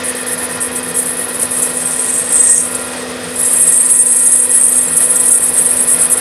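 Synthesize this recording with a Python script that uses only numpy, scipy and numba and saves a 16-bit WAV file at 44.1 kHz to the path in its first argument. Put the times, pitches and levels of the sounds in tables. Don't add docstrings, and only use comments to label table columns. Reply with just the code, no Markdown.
import sys
import numpy as np
from scipy import signal
from scipy.fft import rfft, irfft
from scipy.io import wavfile
from scipy.ndimage import uniform_filter1d, minimum_filter1d
from numba import njit

SR = 44100
rng = np.random.default_rng(int(sys.argv[2]) if len(sys.argv) > 2 else 0)


def master(y):
    cut = np.clip(np.atleast_2d(y).T, -1, 1)
    pcm = np.round(cut * 32767)
    wavfile.write(sys.argv[1], SR, pcm.astype(np.int16))


N = 273816
TIME = np.arange(N) / SR
FREQ = np.maximum(np.arange(N // 2 + 1) * SR / N, 1)
SPINDLE_HZ, PULLEY_HZ = 8.83, 12.482
REVERSE_S = 3.1


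def undb(db):
    return 10 ** (np.asarray(db) / 20)


def level(x, db):
    return x * undb(db) / np.std(x)


def curves(table):
    times_s, *columns = np.transpose(table)
    return [np.interp(TIME, times_s, column) for column in columns]


def colour(x, points):
    hz, db = np.transpose(points)
    gain = undb(np.interp(np.log(FREQ), np.log(hz), db))
    return irfft(rfft(x) * gain, N)


def resonate(x, hz, width_hz):
    return signal.lfilter(*signal.iirpeak(hz, hz / width_hz, fs=SR), x)


def walk(rate_hz):
    hold = max(int(SR / rate_hz), 1)
    steps = np.repeat(rng.standard_normal(N // hold + 2), hold)
    return level(uniform_filter1d(steps, hold)[:N], 0)


def workshop(x, t60_s=0.51, wet_db=-15):
    t = TIME[:SR // 2]
    tail = rng.standard_normal(len(t)) * np.exp(-np.log(1000) * t / t60_s) * (t > .003)
    return x + undb(wet_db) * signal.fftconvolve(x, tail / np.linalg.norm(tail))[:N]


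def tooth_roughness(shaft_hz):
    return np.resize(rng.standard_normal(int(SR / shaft_hz)), N)


# frequency in Hz, relative level in dB.
RATTLE_SPECTRUM = [(20, -27), (45, -17), (80, 3), (135, -4.5), (200, 2.5), (330, 3), (480, -3.5),
                   (620, 4.5), (800, 2.5), (1300, 1), (1900, 0.5), (2300, -6), (4500, -8.5), (7500, -16),
                   (11000, -20), (15000, -39)]
# frequency in Hz, width in Hz, relative level in dB.
HOUSING_MODES = [(107.4, 3.2, -6.5), (168.2, 5.6, 0), (1200, 59, -14), (2510, 120, -16.5),
                 (3247, 107, -19.5), (3637, 32, -19), (4940, 71, -20)]


def gear_rattle(repeat=0.45, rattle_db=-28.5, housing_db=-35.5, flicker_db=0.96):
    teeth = rng.standard_normal(N) + repeat * (tooth_roughness(PULLEY_HZ) + tooth_roughness(SPINDLE_HZ))
    rattle = level(colour(teeth, RATTLE_SPECTRUM), rattle_db) * undb(flicker_db * walk(25))
    shake = rng.standard_normal(N)
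    housing = sum(undb(db) * resonate(shake, hz, width_hz) for hz, width_hz, db in HOUSING_MODES)
    return rattle + level(housing, housing_db)


def backlash(hz=490, width_hz=95, slop_s=.0011, uneven_db=2.2, scatter_db=2, knock_db=-35.0):
    index = np.arange(int(2 * PULLEY_HZ * N / SR))
    late, size = rng.standard_normal((len(index), 2)).T
    at_s = (index + .7) / (2 * PULLEY_HZ) + slop_s * late
    knocks = np.zeros(N)
    knocks[(at_s * SR).astype(int)] = undb(-uneven_db * (-1) ** index + scatter_db * size)
    return level(resonate(resonate(knocks, hz, width_hz), hz, 2 * width_hz), knock_db)


def gear_tones(shaft_hz, tones, speed_drift, waver_db):
    turns = np.cumsum(shaft_hz * (1 + speed_drift * walk(3))) / SR
    out = 0
    for multiple, db in tones:
        tone = np.sqrt(2) * np.sin(2 * np.pi * (round(multiple) * turns + rng.random()))
        depth_db = waver_db * min(multiple * shaft_hz / 600, 1.3)
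        out = out + tone * undb(db + depth_db * walk(7))
    return out


# multiple of shaft speed, level in dB.
PULLEY_MESH = [(6, -54), (8, -60.5), (16, -63), (18, -60), (20, -31.5), (36, -37), (38, -44), (39, -38.5),
               (40, -35), (46, -40.5), (48, -47), (50, -49), (52, -45), (58, -71), (60, -49.5), (88, -50),
               (200, -51.5), (204, -53)]
SPINDLE_MESH = [(30, -48.5), (35, -53), (39, -50.5), (42, -42.5), (60, -42), (65, -54), (90, -48),
                (120, -79)]


def gear_hum():
    pulley = gear_tones(PULLEY_HZ, PULLEY_MESH, speed_drift=0.00056, waver_db=3.0)
    spindle = gear_tones(SPINDLE_HZ, SPINDLE_MESH, speed_drift=0.00097, waver_db=1.5)
    return pulley + spindle


# time in seconds, gain in dB, nominal treble lift in dB.
NEARNESS = [(0, -0.5, 2.5), (.5, -0.5, 1), (1.2, -1, 1), (2, -1, 1.5), (3, -1, 1.5), (4.2, -3, 2),
            (5, -2, 1), (6.2, -1, 1.5)]


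def headstock(bearing_hz=1830, bearing_width_hz=80, bearing_db=-31, fade_s=1.0):
    near_db, treble_db = curves(NEARNESS)
    hum = gear_hum()
    rattle = gear_rattle()
    treble = colour(rattle, [(900, -24), (2000, 7), (6000, 9.5)]) * (undb(treble_db) - 1)
    bearing = resonate(rng.standard_normal(N), bearing_hz, bearing_width_hz)
    bearing = level(bearing, bearing_db) / (1 + (TIME / fade_s) ** 2)
    return (hum + rattle + treble + bearing + backlash()) * undb(near_db)


def gear_whines(pulley_db=-41.5, spindle_db=-43.5, swell_hz=0.877, peak_s=0.53, flutter_db=3.9):
    swell = np.cos(2 * np.pi * swell_hz * (TIME - peak_s))
    pulley = gear_tones(PULLEY_HZ, [(80, 0)], speed_drift=.0007, waver_db=1.2)
    spindle = gear_tones(SPINDLE_HZ, [(158, 0)], speed_drift=.002, waver_db=1.2)
    pulley *= undb(pulley_db + 2.0 * swell)
    spindle *= undb(spindle_db + 1.5 * swell + flutter_db * walk(16))
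    return pulley + spindle


def tool_post(load_db, dull_db, hz=1887, wander_hz=22, jolt_db=3.5, idle_db=-41, loaded_db=-34.5):
    cycles = np.cumsum(hz + wander_hz * walk(140)) / SR
    shudder = level(np.sin(2 * np.pi * cycles) * undb(jolt_db * walk(70)), 0)
    return shudder * np.hypot(undb(idle_db), undb(loaded_db + (load_db + dull_db) / 2))


def lull(inward_turns=0.3, outward_turns=0.842, lull_turns=0.17, fade_turns=0.058, catch_s=0.001):
    catch_turns = np.where(TIME < REVERSE_S, inward_turns, outward_turns)
    since_turns = (SPINDLE_HZ * TIME - catch_turns) % 1
    easing = .5 + .5 * np.tanh((since_turns - 1 + lull_turns) / (2 * fade_turns))
    return easing + np.exp(-since_turns / (SPINDLE_HZ * catch_s))


# time in seconds, load drop on the shallow side in dB.
RUNOUT_DROP = [(0, 29), (.7, 19), (1.3, 13), (2, 0), (4.3, 0), (5.4, 5), (6.21, 13.5)]
# peak time in seconds, load change in dB, length in seconds.
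BITES_AND_SLIPS = [(.335, 6.5, 0.035), (0.435, 7, 0.022), (0.617, 8, 0.036), (0.77, 7.5, .03),
                   (0.982, 7.5, 0.091), (1.41, 7, 0.072), (1.48, -16, 0.022), (1.63, 7.5, 0.037),
                   (2.288, -10.5, 0.068), (2.505, 4, 0.054), (2.608, 2, 0.031), (2.75, 8.5, 0.011),
                   (3.365, -3.5, 0.016), (3.395, 2, .012), (4.485, -11.5, 0.03), (4.944, -5, 0.11),
                   (4.97, 7.5, 0.014), (5.16, 10, 0.015), (5.317, 7.5, 0.089), (5.399, -7, 0.02),
                   (5.587, 6, 0.018), (6.015, 5, 0.014), (6.121, 6, 0.028)]


def tool_load(feed_db, skew=0.42, inward_stutter_db=2.0, outward_stutter_db=2.5, stutter_hz=75):
    drop_db, = curves(RUNOUT_DROP)
    stutter_db = np.where(TIME < REVERSE_S, inward_stutter_db, outward_stutter_db)
    load_db = feed_db - drop_db * lull() + stutter_db * np.clip(walk(stutter_hz), -2, 1)
    for peak_s, db, length_s in BITES_AND_SLIPS:
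        span = slice(max(int((peak_s - 2 * length_s) * SR), 0), int((peak_s + 2 * length_s) * SR))
        offset = (TIME[span] - peak_s) / length_s
        offset *= 1 - skew * np.sign(offset * db)
        load_db[span] += db * .5 ** ((2 * offset) ** 2)
    return load_db


def tilt_db(hz, dull_db, pivot_hz=9300):
    return -dull_db * np.clip(np.log2(hz / pivot_hz) / .27, -1.2, .7)


# frequency in Hz, relative level in dB.
TINKLE_SPECTRUM = [(5400, -19), (6500, -16.5), (8000, -10), (10500, -0.5), (12000, -17.5), (13300, -18.5),
                   (15400, -31)]


def loose_chips(load, dull_db, pitches=28, ticks_per_s=150, width_hz=150, scatter_db=1.5, dulling=0.98):
    points_hz, points_db = np.transpose(TINKLE_SPECTRUM)
    out = 0
    for hz in np.linspace(points_hz[0], points_hz[-1], pitches):
        at = rng.integers(0, N, int(ticks_per_s * N / SR))
        chance_db = scatter_db * np.clip(rng.standard_normal(len(at)), -2, 2)
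        size_db = np.interp(hz, points_hz, points_db) + dulling * tilt_db(hz, dull_db[at]) + chance_db
        ticks = np.zeros(N)
        ticks[at] = load[at] * undb(size_db)
        out = out + resonate(resonate(ticks, hz, width_hz), hz, 6 * width_hz)
    return out


# frequency in Hz, width in Hz, relative level in dB.
BAR_MODES = [(6600, 380, -26), (7650, 220, -16), (8170, 80, 0), (8390, 70, -3), (8630, 190, 1),
             (9205, 140, -1), (9950, 380, -3), (10410, 300, 0), (11140, 400, -15), (11820, 350, -18),
             (13250, 350, -31)]


def bar_ring(force, dull_db, trade_db=4.5, trade_hz=110, skirt_hz=700):
    out, power = 0, 0
    for hz, width_hz, db in BAR_MODES:
        gain = undb(db + tilt_db(hz, dull_db))
        push = force * rng.standard_normal(N) * undb(trade_db * walk(trade_hz))
        out = out + gain * resonate(resonate(push, hz, width_hz), hz, skirt_hz)
        power = power + gain ** 2 * width_hz
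    return out / np.sqrt(power)


def boring(load_db, feed_db, dull_db, chips_per_s=12000, clump_db=0.5, bite_dulling=0.3,
           ring_gain_db=-1.5, tinkle_gain_db=33, heavy_feed_db=-17):
    dull_db = dull_db + bite_dulling * (load_db - feed_db)
    breaks = rng.random(N) < chips_per_s / SR
    force = breaks * undb(load_db + clump_db * walk(600))
    mean_load_db = 10 * np.log10(np.mean(undb(load_db) ** 2))
    ring = level(bar_ring(force, dull_db), mean_load_db + ring_gain_db)
    flying = undb(load_db - np.maximum(feed_db - heavy_feed_db, 0))
    return ring + undb(tinkle_gain_db) * loose_chips(flying, dull_db)


# time in seconds, load in dB, dullness in dB (coarse chips favour low modes).
FEED = [(0, -20.5, 0), (0.38, -19, -4.5), (0.55, -24, -3.3), (0.9, -21.5, -4), (1.05, -18, -5),
        (1.3, -20, -4), (1.6, -15, -1.7), (1.78, -19.5, 0), (2.1, -12, 3.5), (2.56, -4, 9.5),
        (2.68, -19.5, -3), (3.0, -28.5, 3), (3.27, -32, 0.5), (3.45, -7.7, -1.5), (3.75, -4.5, 1.5),
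        (4.4, -4.5, 0.5), (5.5, -10, -2.6), (6.21, -10.5, -2.5)]


def scene():
    feed_db, dull_db = curves(FEED)
    load_db = tool_load(feed_db)
    cut = workshop(boring(load_db, feed_db, dull_db))
    return (cut + tool_post(load_db, dull_db) + headstock() + gear_whines())[None]


@njit
def follow(x, attack, release):
    out, envelope = np.empty(len(x)), 0.
    for i in range(len(x)):
        envelope += (x[i] - envelope) * (attack if x[i] > envelope else release)
        out[i] = envelope
    return out


def record(dry, threshold_db=-7, slope=0.69, attack_s=0.024, release_s=0.14, cutoff_hz=15600):
    envelope = follow(np.abs(dry[0]), 1 / (attack_s * SR), 1 / (release_s * SR))
    ducked = dry[0] * np.maximum(envelope / undb(threshold_db), 1) ** -slope
    limiter_gain = minimum_filter1d(1 / np.maximum(np.abs(ducked), 1), size=21)
    limited = ducked * uniform_filter1d(limiter_gain, size=21)
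    low_pass = signal.ellip(10, .1, 70, cutoff_hz, fs=SR, output="sos")
    return signal.sosfilt(low_pass, limited)[None]


dry = scene()
out = record(dry)
master(out)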